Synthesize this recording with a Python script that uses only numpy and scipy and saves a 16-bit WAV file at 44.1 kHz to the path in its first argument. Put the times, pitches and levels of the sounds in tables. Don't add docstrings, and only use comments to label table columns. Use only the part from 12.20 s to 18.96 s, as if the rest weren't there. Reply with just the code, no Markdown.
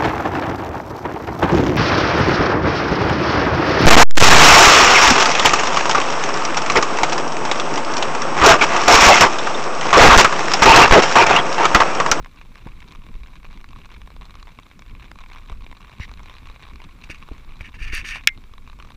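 import sys
import numpy as np
from scipy import signal
from scipy.fft import rfft, irfft, next_fast_len
from scipy.io import wavfile
from scipy.ndimage import map_coordinates

SR = 44100
rng = np.random.default_rng(int(sys.argv[2]) if len(sys.argv) > 2 else 0)


def wrap_up_sound(samples):
    columns = np.atleast_2d(samples).T
    tamed = np.clip(columns, -1, 1)
    steps = np.round(tamed * 32767).astype(np.int16)
    wavfile.write(sys.argv[1], SR, steps)


def how_loud(loudness_db):
    steps = np.asarray(loudness_db, float) / 20
    return 10 ** steps


N = 298116


def unit(x):
    return x / np.sqrt(np.mean(x ** 2) + 1e-20)


def curves(rows):
    s, *cols = np.transpose(rows)
    return [np.interp(np.arange(N) / SR, s, c) for c in cols]


def wobble(rate_hz):
    knots = rng.standard_normal(int(N * rate_hz / SR) + 4)
    return map_coordinates(knots, [np.arange(N) * rate_hz / SR])


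def filtered(x, response):
    m = next_fast_len(N + SR // 2)
    return irfft(rfft(x, m) * response(np.fft.rfftfreq(m, 1 / SR)), m)[:N]


def modal(modes):
    def response(f):
        total = 0
        for k, (centre, width, db) in enumerate(modes):
            damping = 1j * f * width
            total = total + (-1) ** k * how_loud(db) * damping / (centre * centre - f * f + damping)
        return total
    return response


def resonate(x, modes):
    return filtered(x, modal(modes))


def noise(spectrum):
    f, db = np.transpose(spectrum)
    white = rng.standard_normal(N)
    return unit(filtered(white, lambda hz: how_loud(np.interp(np.log(hz + 1), np.log(f + 1), db))))


def bursts(times, gains, shapes):
    at = np.round(times * SR).astype(int)[:, None] + np.arange(shapes.shape[1])
    return np.bincount(at.ravel(), (gains[:, None] * shapes).ravel(), N + SR)[:N]


# centre [Hz], width [Hz], level [dB]
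DRUM_MODES = [(1092, 167, 7), (324, 396, -8.5)]
# centre [Hz], width [Hz], level [dB]
CAVITY_MODES = [(1494, 390, -4.5), (2330, 190, 7.5), (2730, 264, 2.5)]
# centre [Hz], width [Hz], level [dB]
SPLASH_MODES = [(3220, 200, -2.5), (3883, 253, 8), (4630, 470, -4.5), (5810, 720, -5.5),
                (7560, 1900, -15.5)]


def impacts(start_s, drum_db, cavity_db, splash_db, t60):
    size = 640
    t, hz = np.arange(384) / SR, np.fft.rfftfreq(size, 1 / SR)
    draw = rng.standard_normal((len(start_s), len(t) + 2))
    life = t60 * np.exp(0.75 * draw[:, :1])
    detune = np.exp(0.048 * draw[:, 1:2])
    decay = how_loud(-60 * t / .004) + .3 * how_loud(-60 * t / life)
    rise = 1 - np.exp(-t / .0001)
    taps = rfft(draw[:, 2:] * decay * rise, size)
    dull = 1 / (1 + 1j * hz / 9000)
    shapes = 0
    for modes, db in [(DRUM_MODES, drum_db), (CAVITY_MODES, cavity_db), (SPLASH_MODES, splash_db)]:
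        ring = irfft(taps * dull * modal(modes)(hz * detune))
        shapes = shapes + how_loud(db)[:, None] * ring / np.linalg.norm(ring, axis=1, keepdims=True)
    return bursts(start_s, np.ones(len(start_s)), shapes)


# start_s [s], drum_db [dB], cavity_db [dB], splash_db [dB]
LARGE_DROPS = [(0.0464, -19.5, -13.5, -20.5), (0.2137, -19, -12.5, -28), (0.604, -38, -16, -24),
               (1.2517, -16.5, -13, -34), (1.443, -15, -15, -26), (2.0119, -19, -20, -22),
               (2.0204, -16, -19, -26), (2.154, -16, -20, -23.5), (2.2281, -16.5, -23, -17),
               (2.3882, -11.5, -11.5, -24), (2.9156, -12, -16, -24), (2.9879, -17, -15, -22),
               (3.0375, -18, -14, -29), (3.1484, -17, -19, -34), (3.2976, -12.5, -19, -19.5),
               (3.3186, -20, -17, -32), (3.5274, -15, -16.5, -33), (3.7978, -14, -14, -33),
               (3.915, -15, -27, -22.5), (4.2716, -17.5, -18, -25), (4.299, -14.5, -24, -21),
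               (4.3609, -20, -16, -28), (4.4244, -20, -15, -29), (4.6014, -19, -13, -37),
               (4.839, -42, -12, -27), (4.8999, -19, -1.5, -27), (4.946, -21, -10.5, -24),
               (5.026, -16, -11.5, -26), (5.4084, -19, -3, -25), (6.6, -14, -13, -29)]
# start_s [s], strength_db [dB]
PANEL_DROPS = [(.0702, -23), (.356, -13), (.4711, -12), (.758, -13.5), (.9532, -14), (1.2459, -13.5),
               (1.5315, -15.5), (1.561, -16), (1.9038, -17), (1.9642, -13), (2.0634, -19.5),
               (2.2798, -17.5), (2.4665, -18), (3.0074, -25), (3.16, -14), (3.1832, -16), (3.326, -16.5),
               (3.4217, -15.5), (3.735, -16), (4.003, -15.5), (4.487, -16.5), (4.6178, -14.5),
               (5.088, -14.5), (6.2391, -17), (6.3372, -17), (6.3803, -12), (6.4757, -14.5), (6.6476, -14),
               (6.6729, -18), (6.7044, -17)]
# start_s [s], strength_db [dB]
RIB_DROPS = [(.6192, -21), (.626, -18.5), (.7132, -22), (1.0339, -16.5), (1.2639, -20), (1.3101, -19),
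             (1.404, -22), (1.8166, -16.5), (2.1417, -20), (2.621, -18), (2.7509, -19.5), (2.7962, -23),
             (3.0613, -17), (3.1005, -15.5), (3.1184, -17), (3.465, -18), (3.7282, -20.5), (3.8794, -22),
             (3.8931, -16), (4.0584, -18), (4.0844, -18), (4.2566, -16), (4.4526, -22), (4.5345, -20),
             (4.558, -16), (4.891, -20.5), (5.0199, -24), (5.3211, -21.5), (5.542, -21), (6.5881, -19)]
# start_s [s], strength_db [dB]
RIM_DROPS = [(.685, -22.5), (.7215, -20.5), (.941, -26.5), (1.329, -20), (1.5077, -26), (1.6558, -21.5),
             (1.722, -25), (2.054, -21), (2.107, -21.5), (2.4324, -26), (2.5133, -24), (2.5929, -21),
             (2.6631, -25), (2.9573, -24), (3.133, -19), (3.514, -20.5), (3.6714, -26), (3.9382, -22),
             (3.974, -19.5), (4.0326, -20), (4.0971, -19), (4.1837, -22.5), (4.288, -28), (4.43, -19.5),
             (4.6403, -20), (5.3565, -25), (6.0371, -21.5), (6.176, -21.5), (6.4986, -20), (6.7195, -19.5)]
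# start_s [s], strength_db [dB]
SMALL_DROPS = [(.0604, -17.5), (.4032, -27), (.487, -21), (.7504, -19), (.8191, -21), (.8658, -20),
               (.888, -22), (1.1545, -28), (1.2308, -21), (1.3543, -26), (1.4128, -23), (1.4883, -19),
               (1.6466, -27), (1.691, -23), (1.8742, -18.5), (2.0958, -20.5), (2.2716, -17.5),
               (2.3985, -20.5), (2.8208, -26), (3.1137, -17), (3.6066, -22), (3.6466, -17), (3.6957, -19),
               (3.7511, -23.5), (3.9944, -19), (4.2641, -21), (4.5121, -23), (5.491, -26), (6.5304, -21.5),
               (6.6247, -18)]


def drops():
    # drum, cavity and splash dB over the strength
    places = [(PANEL_DROPS, (-2.5, -8, -13)), (RIB_DROPS, (-3.5, 0.5, -10.5)),
              (RIM_DROPS, (-1, 1, -1)), (SMALL_DROPS, (-1.5, -1, -9))]
    usual = np.array([(s, *np.add(db, colour)) for rows, colour in places for s, db in rows])
    usual[:, 1:] += 2.5 * rng.standard_normal((len(usual), 3))
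    start_s, drum_db, cavity_db, splash_db = np.vstack([LARGE_DROPS, usual]).T
    return impacts(start_s - .0004, drum_db - 3.5, cavity_db - 7.0, splash_db - 4.5, t60=0.015)


# start_s [s], level_db [dB]
PATTER_LEVEL = [(0.0, -54.5), (0.96, -54.5), (2.01, -52.5), (2.7, -59), (3.12, -51.5), (3.86, -53),
                (5.25, -52.5), (5.6, -51), (5.95, -45.5), (6.14, -61), (6.34, -59.5), (6.76, -52)]


def patter():
    draw = rng.random((1300, 5))
    place = draw[:, 0] * N
    cluster_db = 3.2 * wobble(16)[place.astype(int)]
    size_db = np.minimum(-4.5 * np.log(draw[:, 1]), 9) + cluster_db
    drum_db, cavity_db, splash_db = size_db + 14 * (draw[:, 2:].T - .5)
    fine = impacts(place / SR, drum_db - .5, cavity_db, splash_db - 5.0, t60=0.026)
    return how_loud(curves(PATTER_LEVEL)[0] - 1.0) * unit(fine)


# start_s [s], level_db [dB], pitch_hz [Hz], width_hz [Hz]
SHELL_PINGS = [
    (.604, -26, 2700, 300),
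    (1.4427, -26, 3300, 400),
    (1.781, -41, 10600, 1200),
    (4.4244, -39, 7200, 1500),
    (5.7487, -16, 9700, 1600),
]


def pings():
    puffs = rng.standard_normal((len(SHELL_PINGS), 256)) * how_loud(-60 * np.arange(256) / SR / 0.0075)
    total = 0
    for (start_s, level_db, pitch_hz, width_hz), puff in zip(SHELL_PINGS, puffs):
        tap = bursts(np.array([start_s]), how_loud([level_db]), puff[None])
        total = total + resonate(tap, [(pitch_hz, width_hz, 0)])
    return total


def strokes(rows, swell):
    power = np.zeros(N + SR)
    for start_s, length_s, level_db in rows:
        phase = np.linspace(0, 1, round(length_s * SR)) ** 0.66
        arch = np.abs(np.sin(np.pi * phase))
        power[round(start_s * SR):][:len(arch)] += (arch ** swell * how_loud(level_db)) ** 2
    return np.sqrt(power[:N])


# start_s [s], length_s [s], pressure_db [dB], edge_db [dB over the pressure]
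HAND_STROKES = [(4.833, 0.022, -51, 1), (4.894, 0.042, -35, -10), (4.94, 0.038, -49, -11),
                (5.405, 0.023, -44.5, -9.5), (5.438, 0.055, -41, -16.5), (5.536, .045, -46, -15.5),
                (5.582, 0.075, -42, -16), (5.615, .06, -36.5, -12.5), (5.657, 0.061, -37, -16.5),
                (5.69, 0.055, -43, -18), (5.717, 0.081, -29, -11.5), (5.73, 0.11, -32, -8.5),
                (5.838, 0.13, -32.5, -9.5), (5.898, 0.073, -34, -20), (5.922, 0.088, -34, -14)]
# start_s [s], length_s [s], pressure_db [dB]
FINGER_STROKES = [
    (3.795, 0.029, -43),
    (3.81, 0.053, -37),
]
# centre [Hz], width [Hz], level [dB]
SHELL_LOW = [(1360, 560, -8.5), (1798, 107, 3), (2245, 250, 0), (2770, 286, -1)]
# centre [Hz], width [Hz], level [dB]
SHELL_HIGH = [(3620, 430, 4), (4690, 300, 8), (5690, 300, 5), (6530, 480, 0), (8600, 950, -5.5),
              (13700, 4000, -20)]
# centre [Hz], width [Hz], level [dB]
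SQUEAK_MODES = [(1980, 250, 7.5), (2960, 530, -5), (3800, 320, -5), (5820, 240, -8.5), (6500, 900, -26),
                (7300, 330, -21)]


def rubs():
    grain = rng.standard_normal(N) * how_loud(2.14 * wobble(500) + 0.56 * wobble(120))
    low = unit(resonate(resonate(grain, SHELL_LOW), [(2330, 2500, 0)]))
    high = unit(resonate(grain, SHELL_HIGH))
    squeak = unit(resonate(resonate(grain, SQUEAK_MODES), [(3000, 6000, 0)]))
    body = strokes([(s, length, db) for s, length, db, edge_db in HAND_STROKES], swell=1)
    edge = strokes([(s, length, db + edge_db + 2.0) for s, length, db, edge_db in HAND_STROKES], swell=2.4)
    return body * low + edge * high + strokes(FINGER_STROKES, swell=1) * squeak


# start_s [s], level_db [dB], crack_db [dB]
CATCH_BLOWS = [
    (6.0731, 4, 2.5),
    (6.0837, -21, -32),
    (6.0884, -21.5, -25.5),
    (6.8, -27, -12),
]
# centre [Hz], width [Hz], level [dB]
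CLICK_MODES = [(1410, 170, -13.5), (1778, 113, -7.5), (2190, 112, -1.5), (2500, 276, -2.5), (2825, 240, -5),
               (3390, 350, -9), (3950, 150, -15), (5373, 300, -12.5)]
# pitch_hz [Hz], level_db [dB], t60_s [s]
CATCH_RING = [(1633, -0.5, 0.041), (1910, -15, 0.092), (2098, -4.5, 0.13), (2240, -8.5, 0.1),
              (2500, -14.5, 0.052), (4300, -24.5, .05)]
# centre [Hz], width [Hz], level [dB]
CRACK_MODES = [(4500, 1500, 1), (8200, 3000, -9.5), (10600, 1700, -9.5), (14300, 2500, -13)]


def catch():
    t = np.arange(SR // 4) / SR
    start_s, level_db, crack_db = np.transpose(CATCH_BLOWS)
    blow = np.hanning(9)[None]
    click = resonate(bursts(start_s, how_loud(level_db + 27), blow), CLICK_MODES)
    ring = sum(how_loud(db - 19.5 - 60 * t / t60) * np.sin(2 * np.pi * hz * t) for hz, db, t60 in CATCH_RING)
    rings = bursts(start_s, how_loud(level_db), ring[None])
    puff = rng.standard_normal((len(start_s), len(t))) * how_loud(crack_db[:, None] - 4.0 - 60 * t / 0.006)
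    crack = resonate(bursts(start_s, how_loud(level_db), puff), CRACK_MODES)
    return filtered(click + rings + crack, lambda hz: 1j * hz / (1200 + 1j * hz))


# start_s [s], peak_db [dB], pitch_hz [Hz], puff_db [dB]
KNOCKS = [(0.4627, -29, 140, -10), (2.387, -44, 120, -5), (2.914, -44, 120, -7), (3.299, -40, 100, -1.5),
          (3.32, -30, 39.5, -16), (3.8003, -24, 74.6, -26), (4.897, -34, 90, -6), (5.113, -29.5, 48.5, -6),
          (5.408, -32.5, 70, -17), (5.615, -32.5, 45, -30), (5.732, -27.5, 59, -12)]


def bumps():
    start_s, peak_db, pitch_hz, puff_db = np.transpose(KNOCKS)
    t, hz = np.arange(2048) / SR, pitch_hz[:, None]
    swing = -np.sin(2 * np.pi * hz * t) * how_loud(-60 * t * hz / 2.6) * (1 - np.exp(-t / 0.00054))
    puff = rng.standard_normal(swing.shape) * how_loud(-60 * t / 0.032)
    puffs = bursts(start_s, how_loud(peak_db + puff_db + 24.5), puff)
    dull = resonate(resonate(puffs, [(323, 360, 0)]), [(317, 260, 0)])
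    return bursts(start_s, how_loud(peak_db + 10.5), swing) + dull


# start_s [s], level_db [dB]
GUSTS = [(0.0, -28), (0.09, -47), (0.43, -36.5), (0.75, -42.5), (1.0, -32.5), (1.07, -42), (2.14, -39.5),
         (2.48, -51.5), (2.73, -37.5), (3.01, -43), (3.41, -37.5), (3.69, -49), (3.85, -39), (4.63, -43.5),
         (5.35, -41.5), (5.74, -31.5), (6.19, -45.5), (6.76, -40.5)]
# pitch_hz [Hz], level [dB per Hz]
BUFFET_SPECTRUM = [(8.8, -39), (15, 5.5), (34, -5), (45, -4), (81, -19), (120, -21.5), (160, -36),
                   (260, -120)]
# pitch_hz [Hz], level [dB per Hz]
FLUTTER_SPECTRUM = [(35, -18.5), (60, -2), (81, -4.5), (198, -9), (228, -9.5), (497, -24.5), (800, -47.5),
                    (1040, -66), (1760, -120)]


def wind():
    gust_db, = curves(GUSTS)
    buffet = unit(how_loud(1.5 * wobble(20)) * noise(BUFFET_SPECTRUM)) * how_loud(2.0)
    flutter = unit(how_loud(3.3 * wobble(40) + 0.76 * wobble(4.1)) * noise(FLUTTER_SPECTRUM))
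    flutter_db = -50.5 + 0.28 * (gust_db - gust_db.mean())
    return how_loud(gust_db) * buffet + how_loud(flutter_db) * flutter


# pitch_hz [Hz], level [dB per Hz]
RAIN_SPECTRUM = [(240, -38), (400, -8), (745, -9), (1100, -1), (1970, -11), (2290, -2), (3010, -12),
                 (3890, -10), (4960, -20), (8060, -28), (15000, -33)]
# pitch_hz [Hz], level [dB per Hz]
MICROPHONE_SPECTRUM = [(2000, -12), (5000, 0), (8000, -3), (15000, -7)]


def far_rain():
    road = how_loud(-55.0 - 5.0 + 2.3 * wobble(2.45)) * noise(RAIN_SPECTRUM)
    return road + how_loud(-70.0) * noise(MICROPHONE_SPECTRUM)


# pitch_hz [Hz], level_db [dB]
WHINE_TONES = [(7348, -78), (14702, -74.5)]


def whine():
    cycle_hz, cycle_s = 14.98, .0635
    t = np.arange(N) / SR
    gate = np.clip(.6 + 3 * np.cos(2 * np.pi * cycle_hz * (t - cycle_s)), .1, 1)
    drift = .35 * wobble(300)
    tones = 0
    for k, (hz, db) in enumerate(WHINE_TONES):
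        tones = tones + how_loud(db) * np.sin(2 * np.pi * hz * t + (k + 1) * drift)
    return gate * tones


def scene():
    rain = drops() + patter() + far_rain()
    handling = bumps() + rubs() + catch() + pings()
    return (rain + wind() + handling + whine())[None]


def low_pass(x):
    return signal.sosfilt(signal.butter(12, 15630, fs=SR, output="sos"), x)


def record(dry):
    top_hz = 15200
    heard = filtered(dry[0], lambda hz: 1 / (1 + (hz / top_hz) ** 80))[None]
    clipped = heard / (1 + np.abs(heard) ** 12) ** (1 / 12)
    return low_pass(clipped)


dry = scene()
out = record(dry)
wrap_up_sound(out)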